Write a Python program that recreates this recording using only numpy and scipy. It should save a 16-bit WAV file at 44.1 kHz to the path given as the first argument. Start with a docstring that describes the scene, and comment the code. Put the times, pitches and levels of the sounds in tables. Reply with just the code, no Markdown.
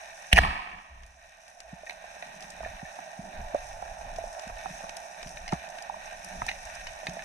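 """A speargun fires over a coral reef, an arm's length from a camera whose waterproof housing colours it all.
Over crackling shrimp the trigger cracks, the shaft scrapes down its track and the rubbers slap home.
The gun shudders, the steel rings on and the line hisses out. The shot ducks the camera's gain, and
the reef takes about two seconds to come back while the slack rubbers wobble. Then shrimp snap all around,
the diver's strokes rumble, line and rigging rasp and clink, and water and gear knock on the housing."""
import sys
import numpy as np
from scipy import signal
from scipy.fft import rfft, irfft
from scipy.io import wavfile
from scipy.ndimage import uniform_filter1d

SR = 44100
rng = np.random.default_rng(int(sys.argv[2]) if len(sys.argv) > 2 else 0)


def generate_wav(sig):
    """Save sig (samples, or channels by samples) to the path in sys.argv[1] as 16-bit PCM at SR."""
    pcm = np.round(np.clip(np.atleast_2d(sig).T, -1, 1) * 32767).astype(np.int16)
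    wavfile.write(sys.argv[1], SR, pcm)


N = 319284
TIME = np.arange(N) / SR
BRIEF = TIME[:SR // 4]  # time axis of a one-shot

# hits inside the gun: (time [s], level [dB], rise [s], t60 [s], ring pitch [Hz], crack share [0-1],
# crack brightness [dB/octave])
GUN_HITS = [(0.3293, 23, 0.000078, 0.0046, 3000, 1, 0.5), (0.3321, 12, 0.00038, 0.011, 2050, 0.78, 1.5),
            (.3618, -3, .0008, .014, 2540, 0.5, -5), (0.3695, 11, 0.00092, 0.011, 2430, 0.3, 0.5),
            (.3745, 8, 0.00066, 0.012, 1880, 0.2, -10), (0.3779, 8.5, 0.00069, .012, 890, 0.3, -4),
            (0.3812, 12.5, 0.00065, 0.011, 1700, 0.4, 2.5), (0.3855, 12, 0.0009, 0.013, 1810, 0, -7),
            (0.3876, 19.5, 0.00045, 0.0075, 1690, 0.44, -1.5), (.3845, 3.5, 0.0035, 0.016, 726, 0, -5),
            (.3915, -1, .0005, .01, 2300, 0.8, 2.5), (.3958, -6, .0005, 0.0091, 2000, 0.9, -6.5),
            (.4335, -1.5, .0007, 0.041, 1910, .7, -1), (0.449, -1.5, 0.00081, 0.024, 1120, 0.44, -1)]
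# tone of their crack: (frequency [Hz], level [dB])
CRACK_EQ = [(180, -31), (300, -5), (773, 5), (1090, -26), (1840, 2.5), (2850, 4.5), (4220, -13.5),
            (5220, -29), (5750, -11), (7110, -38), (8400, -15.5), (11000, -21), (12200, -32), (13500, -23),
            (14800, -69)]
# the shaft as the catch slips, as it starts off and at full speed: (hold from [s], until [s], level [dB])
SHAFT_SCRAPES = [(0.32, 0.33, -33), (0.334, 0.366, -15.5), (0.363, 0.388, -6)]
# tone of the shaft on its track: (frequency [Hz], level [dB])
TRACK_EQ = [(240, -40), (400, -36), (721, 1), (1220, -33), (1870, 0.5), (2140, -13), (2940, -4.5),
            (3470, -27), (3800, -25.5), (4920, -23), (6080, -16.5), (7280, -33), (9850, -26), (13700, -51),
            (14800, -100)]
# low thumps of the gun's shudder: (time [s], level [dB], pitch [Hz], t60 [s])
RECOIL_THUMPS = [(.3315, 9.5, 55, 0.15), (.329, -2, 170, 0.025), (0.48, -7.5, 61.5, 0.11),
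                 (.389, 2.5, 62.5, 0.22), (0.42, -12, 205, 0.059), (.441, -11, 160, 0.048),
                 (0.469, -24, 170, 0.38)]
# partials of the steel shaft: (frequency [Hz], relative level [dB], t60 [s])
SHAFT_MODES = [(954, -9, 0.79), (1120, -10, 0.96), (1254, -7.5, 0.92), (1570, -11, 0.87), (1670, -7, 0.65),
               (1900, -1.5, 0.91), (1900, -17, 1), (2277, -2, 0.73), (2260, -13, 0.86), (2492, -7, 0.44),
               (2640, -12, 0.99), (2708, -9, 0.86), (2869, -6.5, 0.77)]
# rasp of the running line: (frequency [Hz], level [dB])
LINE_EQ = [(150, -36), (250, -10.5), (285, -17), (496, -19.5), (690, -2), (972, -3.5), (1460, -12.5),
           (1820, 1.5), (2020, -11), (2330, -3), (3500, -20), (4550, -64.5), (7700, -120)]
# fizz of the bubbles in the wake: (frequency [Hz], level [dB])
FIZZ_EQ = [(1880, -16), (3200, -2), (5980, -11.5), (6540, -18), (9860, -17), (13200, -36), (13900, -34),
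           (14500, -81)]
# swings of the slack rubbers: (hold from [s], until [s], level [dB])
RUBBER_SWINGS = [(.925, 0.93, -32), (0.995, 1.02, -40), (1.16, 1.18, -53), (1.675, 1.696, -49.5)]
# hollow knocks on the housing: (time [s], level [dB], pitch [Hz], clack share [0-1])
HOUSING_KNOCKS = [(1.833, -32.5, 630, 0.1), (2.041, -28.5, 717, 0.35), (2.166, -35.5, 700, 0.17),
                  (2.225, -29.5, 680, 0.26), (2.605, -28.5, 666, 0.23), (2.631, -26, 650, 0.63),
                  (2.6595, -26.5, 630, 0.42), (2.988, -29, 765, 0.45), (3.546, -14.5, 587, 0.19),
                  (3.5492, -19.5, 649, 0.13), (3.824, -23, 756, 0.27), (4.185, -24, 670, 0),
                  (4.239, -27, 645, 0.07), (4.497, -28.5, 630, 0.56), (4.657, -20, 760, 0.62),
                  (4.841, -23.5, 717, 0.57), (5.5238, -17.5, 790, 1), (5.5261, -20.5, 890, 0.86),
                  (5.5318, -23, 654, 0.55), (5.5378, -28.5, 526, 0.9), (5.861, -38, 716, 0.4),
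                  (5.897, -24, 840, 0.33), (5.942, -31, 900, 0.2), (6.124, -30.5, 740, 0.44),
                  (6.4148, -37, 795, 0.7), (6.418, -18.5, 950, 0.62), (6.4645, -31.5, 824, .3),
                  (7.031, -32.5, 635, 0.05), (7.168, -30.5, 655, 0)]
# tone of their clack: (frequency [Hz], level [dB])
CLACK_EQ = [(80, -32.5), (190, -1.5), (300, -9), (440, -19.5), (720, 12.5), (1150, -7), (1500, -8.5),
            (2000, -8.5), (3000, -35), (6000, -62)]
# dull bumps of body and gun: (time [s], level [dB], pitch [Hz])
BODY_BUMPS = [(1.729, -31.5, 177), (2.828, -32.5, 182), (3.19, -33, 180), (3.539, -36, 267),
              (4.467, -39.5, 194), (4.705, -38, 185), (4.835, -45, 193), (5.26, -38, 153),
              (5.524, -32, 340), (5.528, -20.5, 180), (6.425, -35, 105), (7.084, -31, 165)]
# clinks of reel and rigging: (time [s], level [dB], pitch [ratio], rise [s], brightness [dB/octave],
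# relative level of the contact tick [dB])
RIGGING_CLINKS = [(1.867, -29.5, 0.97, 0.0028, -19, -6), (1.894, -30.5, 1, 0.0025, -4, 6),
                  (1.906, -36, 1.05, .002, -5, 6), (2.2238, -34, .99, .001, -10, 3),
                  (2.6478, -27, 0.94, 0.00071, -22, -14), (2.852, -33, 0.94, 0.0018, -18, -13),
                  (5.3711, -33, 0.94, 0.0011, -5, 1.5), (5.4783, -37.5, 0.8, 0.00037, 0, 7),
                  (5.4895, -37.5, 1.1, .0005, 10, 7), (6.4178, -33, 0.68, 0.00082, -6, 1.5),
                  (6.4812, -24.5, 0.96, 0.0027, -7, -9), (6.486, -29, 1.1, 0.0059, -2, 7),
                  (6.4915, -31.5, 1, 0.0022, 0, 4.5), (6.5135, -33, 1.05, .001, -2, 7),
                  (6.8676, -39, 1.15, 0.0038, 10, 9.5), (7.069, -24, 0.96, 0.00013, 3, 6.5),
                  (7.192, -31, 0.92, .001, -9, -7)]
# partials of the rigging's metal: (frequency [Hz], relative level [dB], t60 [s])
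CLINK_MODES = [(1896, -7, 0.055), (2450, -8, 0.025), (2610, -9.5, 0.052), (3980, -23, 0.055),
               (4740, -18.5, 0.026), (5890, -29, 0.022)]
# tone of the contact tick: (frequency [Hz], level [dB])
TICK_EQ = [(530, -14.5), (750, 9), (1200, -18), (1920, 6.5), (2500, 1), (3300, -14), (3850, -0.5),
           (5270, -35), (6000, -5), (6540, -26), (12000, -27), (15600, -54)]
# brief rasps of fine crackle as line and rigging drag: (hold from [s], until [s], level [dB])
RIGGING_RASPS = [(1.868, 1.9, -59), (2.41, 2.436, -63), (3.99, 4.018, -56.5), (5.25, 5.326, -56),
                 (6.052, 6.063, -55), (6.476, 6.511, -52), (6.853, 6.898, -60), (7.07, 7.118, -60)]
# the diver's strokes: (hold from [s], until [s], water rumble [dB], glove rub [dB])
DIVER_STROKES = [(.15, .3, -78, -88), (0.75, 0.778, -38, -52), (0.966, 1.115, -43.5, -65),
                 (1.212, 1.303, -55, -66), (2.63, 2.753, -46.5, -58), (3.238, 3.31, -56, -50),
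                 (3.395, 3.436, -38, -56), (3.566, 3.938, -48, -72), (4.035, 4.277, -46.5, -67.5),
                 (4.51, 4.573, -48, -72), (4.683, 4.742, -53, -58), (4.86, 4.933, -59, -62),
                 (5.265, 5.55, -50.5, -60.5), (5.916, 6.315, -58, -71), (6.375, 6.49, -44.5, -58),
                 (6.546, 6.927, -53.5, -76), (7.07, 7.24, -61, -58)]
# sub rumble of eddies: (frequency [Hz], level [dB])
RUMBLE_EQ = [(8, -34.5), (16, 14.5), (35, -2), (65, -1), (100, -15), (140, -14), (300, -55)]
# muffled rubbing: (frequency [Hz], level [dB])
RUB_EQ = [(70, -44), (130, -5.5), (185, 4.5), (240, -4.5), (320, -13.5), (450, -13), (700, -37),
          (1500, -84)]
# close shrimp: (time [s], level [dB], brightness [dB/octave])
CLOSE_SNAPS = [(1.033, -32.5, -6), (1.063, -38, 9), (1.48, -38.5, 2), (1.6025, -30, -1), (2.405, -40, 5),
               (2.424, -36, -2), (2.5023, -37, 6), (4.1598, -36, -3), (4.3937, -33.5, -2.5),
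               (4.476, -40, 2), (4.8925, -30.5, -4), (4.967, -31.5, 6.5), (5.228, -32, -5),
               (5.271, -37, -4), (5.291, -39.5, 5), (5.478, -31, -2.5), (5.521, -33, -3), (5.532, -33, -2),
               (5.784, -35, -6), (5.8227, -36, 3), (6.2448, -33.5, 9), (6.4646, -31, 5), (6.752, -36.5, 2),
               (7.094, -36, -1)]
# tone of one snap: (frequency [Hz], level [dB])
SNAP_EQ = [(880, -6), (1500, 0), (2470, 9), (4430, 2), (5790, 12), (8260, -0.5), (9630, 1.5),
           (12100, -20.5), (13600, -11), (14800, -43)]
# slow fader moves of the reef bed: (time [s], shrimp mids [dB], shrimp treble [dB], slosh [dB])
REEF_LEVELS = [(0, -50.5, -55.5, -52), (1.1, -49, -55.5, -50), (1.9, -53.5, -59, -50),
               (2.6, -50, -57, -48.5), (3.7, -52, -57.5, -46), (4.3, -50.5, -57, -44),
               (5.35, -50, -54.5, -47.5), (5.9, -49, -55.5, -46.5), (7.24, -49, -55, -47)]
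# mids of the shrimp bed: (frequency [Hz], level [dB])
SHRIMP_MID_EQ = [(620, -36.5), (1050, -9), (1250, -10.5), (1600, -2.5), (1750, -1), (1880, 8), (2090, -10),
                 (2350, 0), (2700, -4.5), (3260, -17), (3780, -7), (4500, -22.5), (6000, -34.5)]
# sizzle of fine crackle, for the shrimp bed and the rigging rasps: (frequency [Hz], level [dB])
SIZZLE_EQ = [(2530, -34), (3600, -15), (4500, -18), (4950, -4.5), (5950, 7), (6900, -7), (7500, -6.5),
             (7900, -9.5), (8280, -0.5), (8790, -11), (9300, -4), (10300, -7), (10800, -18.5), (11400, -17),
             (12100, -22), (13100, -19), (13900, -30), (14800, -32)]
# water sloshing on the housing: (frequency [Hz], level [dB])
SLOSH_EQ = [(220, -50.5), (380, -20), (428, -25.5), (486, -21), (536, -8.5), (656, 5), (857, -2.5),
            (1140, -23.5), (1260, -26), (1400, -17), (1820, -13.5), (3080, -120)]
# how the walls feed the two microphones: (frequency [Hz], side over mid [dB], lean to the left [-1..1])
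HOUSING_WALLS = [(50, -42, -0.29), (193, -11.5, -0.0098), (383, -3, -0.096), (657, -7.5, -0.73),
                 (890, 2.5, -0.79), (1190, 9, -0.032), (1430, -1.5, -0.19), (1550, -10, -0.86),
                 (1990, -6.5, 0.2), (2240, 2, -0.21), (2820, -3, -0.23), (4840, 4.5, -0.17),
                 (6300, -7, 0.21), (7260, 5, -0.012), (9270, -3, -0.32), (14000, -2, 0.069)]

RELEASE_S, LEAVES_S = 0.333, 0.387  # the rubbers let go; the spear leaves the gun


def gun_hits():
    """Trigger and rubbers strike the gun: each hit blends a noisy crack with a short ring."""
    out = np.zeros((2, N))
    for s, db, rise, t60, hz, share, bright_db in GUN_HITS:
        crack = burst(tilted(CRACK_EQ, bright_db), t60, rise)
        add(out, s, undb(db) * (share * crack + (1 - share) * ring(hz, t60, rise)))
    return out


def shaft_scrape():
    """The shaft chatters along its track, louder as it gathers speed."""
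    level = swells(SHAFT_SCRAPES, attack_s=0.0056, fall_db_per_s=1891)
    return level * texture(TRACK_EQ, per_s=5300, spread_db=0, blur=0.6)


def water_churn():
    """The rubbers whip the water into eddies: the low end of the shot."""
    eddies = noise(RUMBLE_EQ) + undb(-10.5) * noise(RUB_EQ)
    return undb(-6) * envelope(RELEASE_S, LEAVES_S, attack_s=0.002, fall_db_per_s=138) * eddies


def recoil():
    """The gun kicks back and shudders; the thumps are inverted because the pressure drops first."""
    out = np.zeros((2, N))
    for s, db, hz, t60 in RECOIL_THUMPS:
        add(out, s, -undb(db) * ring(hz, t60, rise=0.0029))
    return out


def line_rasp():
    """The line rasps out, ever more quietly as the water brakes the spear."""
    rasp = texture(LINE_EQ, per_s=1100, spread_db=0.2, blur=0.71)
    running = envelope(LEAVES_S + 0.056, LEAVES_S + 0.05, attack_s=0.056, fall_db_per_s=65)
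    return running * undb(-13 + 1.44 * drift(109.5)) * reverberate(rasp, t60=0.35, wet_db=-3.5)


def wake_fizz():
    """Fine bubbles fizz in the spear's wake."""
    wake = envelope(LEAVES_S, LEAVES_S + 0.025, attack_s=0.0049, fall_db_per_s=79)
    return undb(-24.5) * wake * texture(FIZZ_EQ, per_s=4300, spread_db=-3, blur=0.79)


def shaft_ring():
    """Clear of the gun, the steel shaft rings on: the metallic tail of the shot."""
    out, t = np.zeros((2, N)), TIME[:2 * SR]
    for hz, db, t60 in SHAFT_MODES:
        partial = np.sin(2 * np.pi * (hz * t + rng.random((2, 1))))
        add(out, LEAVES_S, undb(db) * decay(t, t60) * partial)
    return undb(-17.5) * out


def rubber_wobble():
    """The slack rubbers swing in the water: a wavering bass tone that swells and settles."""
    hz = 55 * (1 + 0.132 * drift(40.5))
    return swells(RUBBER_SWINGS, attack_s=0.036, fall_db_per_s=125) * np.sin(2 * np.pi * np.cumsum(hz) / SR)


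def housing_knocks():
    """Water and gear knock on the housing: a hollow ring blended with a clack."""
    out = np.zeros((2, N))
    for s, db, hz, share in HOUSING_KNOCKS:
        t60 = 0.035 * (690 / hz) ** 2.4  # higher knocks die sooner
        clack = burst(CLACK_EQ, t60, rise=0.00095)
        add(out, s, undb(db) * (share * clack + (1 - share) * ring(hz, t60, rise=0.0015)))
    return out


def body_bumps():
    """Body and gun bump the housing: a dull note, a scuff and a bass thud underneath."""
    out = np.zeros((2, N))
    thud = undb(-18) * ring(hz=61.3, t60=0.19, rise=0.0084)
    for s, db, hz in BODY_BUMPS:
        scuff = 0.5 * burst(RUB_EQ, t60=0.035, rise=0.0007)
        add(out, s, undb(db) * (ring(hz, t60=0.035, rise=0.0038) + scuff + thud))
    return out


def rigging_clinks():
    """Reel and rigging touch: a contact tick, ringing metal and a short tail."""
    out = np.zeros((2, N))
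    for s, db, pitch, rise, bright_db, tick_db in RIGGING_CLINKS:
        modes = tilted(CLINK_MODES, bright_db)
        metal = sum(undb(mode_db) * ring(pitch * hz, t60, rise) for hz, mode_db, t60 in modes)
        tick = undb(tick_db) * burst(TICK_EQ, t60=0.012, rise=rise)
        add(out, s, undb(db) * (metal + tick))
    return reverberate(out, t60=0.24, wet_db=-11)


def rigging_rasps():
    """Line and rigging drag in brief rasps of fine crackle."""
    drag = swells(RIGGING_RASPS, attack_s=0.0072, fall_db_per_s=350)
    return sizzle(drag * crackle(per_s=900, spread_db=4, blur=0.8))


def diver_strokes():
    """With every stroke eddies rumble past the camera and the glove rubs on the gear."""
    flow, grip = undb(-65), undb(-66)  # the floor between strokes
    for start, end, rumble_db, rub_db in DIVER_STROKES:
        stroke = envelope(start, end, attack_s=0.075, fall_db_per_s=195)
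        flow = np.hypot(flow, undb(rumble_db) * stroke)
        grip = np.hypot(grip, undb(rub_db) * stroke)
    rumble = flow * undb(1.6 * drift(20)) * noise(RUMBLE_EQ)
    rub = grip * undb(3.7 * drift(8.1)) * texture(RUB_EQ, per_s=300, spread_db=0.5, blur=0.97)
    return rumble + rub


def shrimp_snaps(faint_per_s=4, faint_db=-51):
    """Single shrimp snap close by, with fainter ones scattered at random, no two alike."""
    gaps, sizes, shades = rng.random((96, 3)).T
    times = np.cumsum(-np.log(1 - gaps)) / faint_per_s
    faint = [(s, faint_db + 10 * (size - 0.5), 6 * (shade - 0.4))
             for s, size, shade in zip(times, sizes, shades) if s < TIME[-1]]
    out = np.zeros((2, N))
    for s, db, bright_db in CLOSE_SNAPS + faint:
        add(out, s, undb(db) * burst(tilted(SNAP_EQ, bright_db), t60=0.021, rise=0.00098))
    return out


def shrimp_bed():
    """Distant shrimp blur into a gently swelling crackle, with a grit of nearer ones on top."""
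    mid_db, treble_db = fader(REEF_LEVELS, column=1), fader(REEF_LEVELS, column=2)
    waves = undb(0.8 * drift(3.7))
    far = waves * reverberate(crackle(per_s=1800, spread_db=3, blur=1), t60=0.037, wet_db=-5)
    fine = waves * undb(treble_db - 0.3 + 1.5 * drift(12)) * crackle(per_s=1100, spread_db=3, blur=1)
    mids = undb(mid_db + 1.58 * drift(22)) * unit(colour(far, SHRIMP_MID_EQ))
    grit = undb(treble_db - 10.5) * texture(tilted(SNAP_EQ, 3), per_s=110, spread_db=1.5, blur=0)
    return mids + sizzle(fine) + grit


def slosh():
    """Water sloshes softly round the housing."""
    level = undb(fader(REEF_LEVELS, column=3) + drift(14))
    return level * texture(SLOSH_EQ, per_s=900, spread_db=1.1, blur=1)


def housing_stereo(paths):
    """The walls move both microphones together in the bass, and with or against each other higher up."""
    direct, scattered = rfft(paths)
    side_db, lean = across(HOUSING_WALLS, N)
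    side = undb(side_db) * (lean * direct + np.sqrt(1 - lean ** 2) * scattered)
    return irfft(np.array([direct + side, direct - side]), N)


def gain_control(x, threshold_db=-11.5, max_cut_db=19.5, release_db_per_s=11.5):
    """Peaks over the threshold duck the gain at once; it creeps back at a steady rate."""
    peak_db = 20 * np.log10(np.abs(x).max(axis=0) + 1e-9)
    over_db = np.clip(peak_db - threshold_db, 0, max_cut_db)
    released_db = release_db_per_s * TIME
    cut_db = np.maximum.accumulate(over_db + released_db) - released_db
    return x * undb(-uniform_filter1d(cut_db, size=16))


def undb(db):
    """Decibels to gain."""
    return 10 ** (np.asarray(db) / 20)


def unit(x):
    """Scale to rms 1."""
    return x / np.sqrt(np.mean(x ** 2))


def add(out, s, x):
    """Mix x into out at s seconds."""
    i = int(s * SR)
    out[:, i:i + x.shape[1]] += x[:, :N - i]


def fader(rows, column):
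    """One column of a timed table, joined by straight lines."""
    rows = np.array(rows)
    return np.interp(TIME, rows[:, 0], rows[:, column])


def drift(per_s):
    """Smooth random modulation with rms 1."""
    hold = int(SR / per_s)
    steps = np.repeat(rng.standard_normal(N // hold + 1), hold)
    return unit(uniform_filter1d(uniform_filter1d(steps, hold), hold)[:N])


def envelope(start, end, attack_s, fall_db_per_s):
    """Fades in up to start, holds at 1 until end, then dies away."""
    attack = np.clip(1 + (TIME - start) / attack_s, 0, 1)
    return attack * undb(-np.clip(fall_db_per_s * (TIME - end), 0, 300))


def swells(rows, attack_s, fall_db_per_s):
    """One envelope a row, summed at their levels."""
    return sum(undb(db) * envelope(start, end, attack_s, fall_db_per_s) for start, end, db in rows)


def decay(t, t60):
    """Falls 60 dB in t60 seconds."""
    return np.exp(-np.log(1000) * t / t60)


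def hit_envelope(t60, rise):
    """A rounded attack and a decay, with peak 1."""
    shape = (1 - np.exp(-(BRIEF / rise) ** 2)) * decay(BRIEF, t60)
    return shape / shape.max()


def ring(hz, t60, rise):
    """A damped tone; its two paths are a quarter cycle apart."""
    phase = 2 * np.pi * hz * BRIEF
    return hit_envelope(t60, rise) * np.array([np.sin(phase), -np.cos(phase)])


def burst(eq, t60, rise):
    """A coloured noise hit that peaks near 1."""
    shape = hit_envelope(t60, rise)
    x = colour(shape * rng.standard_normal((2, len(BRIEF))), eq)
    return 0.5 * x * np.linalg.norm(shape) / np.linalg.norm(x, axis=1, keepdims=True)


def crackle(per_s, spread_db, blur):
    """Tiny clicks of uneven size over a blur of distant ones, by two paths through the housing."""
    size = undb(spread_db * np.minimum(rng.exponential(size=N), 5))
    clicks = (rng.random(N) < per_s / SR) * size * rng.standard_normal((2, N))
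    return unit(unit(clicks) + blur * rng.standard_normal((2, N)))


def texture(eq, per_s, spread_db, blur):
    """Coloured crackle with rms 1."""
    return unit(colour(crackle(per_s, spread_db, blur), eq))


def sizzle(x):
    """Smears crackle and leaves its treble, at the same rms."""
    return x.std() * unit(colour(reverberate(x, t60=0.04, wet_db=-2.5), SIZZLE_EQ))


def noise(eq):
    """Coloured noise with rms 1."""
    return unit(colour(rng.standard_normal((2, N)), eq))


def tilted(rows, db_per_octave):
    """A frequency table made brighter or duller about 2 kHz."""
    return [(hz, db + db_per_octave * np.log2(hz / 2000), *rest) for hz, db, *rest in rows]


def across(rows, size):
    """The columns of a frequency table spread over FFT bins."""
    hz, *columns = np.transpose(rows)
    bins = np.log(np.maximum(np.fft.rfftfreq(size, 1 / SR), 1))
    return [np.interp(bins, np.log(np.sort(hz)), column) for column in columns]


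def colour(x, eq, size=4096):
    """Minimum-phase EQ, so nothing rings ahead of a transient."""
    cepstrum = irfft(np.log(undb(across(eq, size)[0])))
    cepstrum[1:size // 2] *= 2
    cepstrum[size // 2 + 1:] = 0
    response = irfft(np.exp(rfft(cepstrum)))
    return signal.oaconvolve(x, response[None], axes=1)[:, :x.shape[1]]


def reverberate(x, t60, wet_db):
    """A dense thicket of short resonances on top of the direct sound."""
    tail = decay(BRIEF, t60) * rng.standard_normal((2, len(BRIEF)))
    wet = signal.oaconvolve(x, tail / np.linalg.norm(tail[0]), axes=1)[:, :N]
    return (x + undb(wet_db) * wet) / np.hypot(1, undb(wet_db))


def scene():
    """The shot, the spear's flight, the reef and the close details, all heard through the housing."""
    gun = shaft_scrape() + water_churn() + gun_hits() + recoil() + rubber_wobble()
    flight = line_rasp() + wake_fizz() + shaft_ring()
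    reef = shrimp_bed() + slosh() + shrimp_snaps()
    close = diver_strokes() + housing_knocks() + body_bumps() + rigging_clinks() + rigging_rasps()
    return housing_stereo(gun + flight + reef + close)


def record(dry):
    """The camera ducks its gain, clips at full scale and cuts the top above 14.7 kHz."""
    low_pass = signal.ellip(12, 0.2, 90, 14700, fs=SR, output="sos")
    return signal.sosfilt(low_pass, np.clip(gain_control(dry), -1, 1))


dry = scene()
out = record(dry)
generate_wav(out)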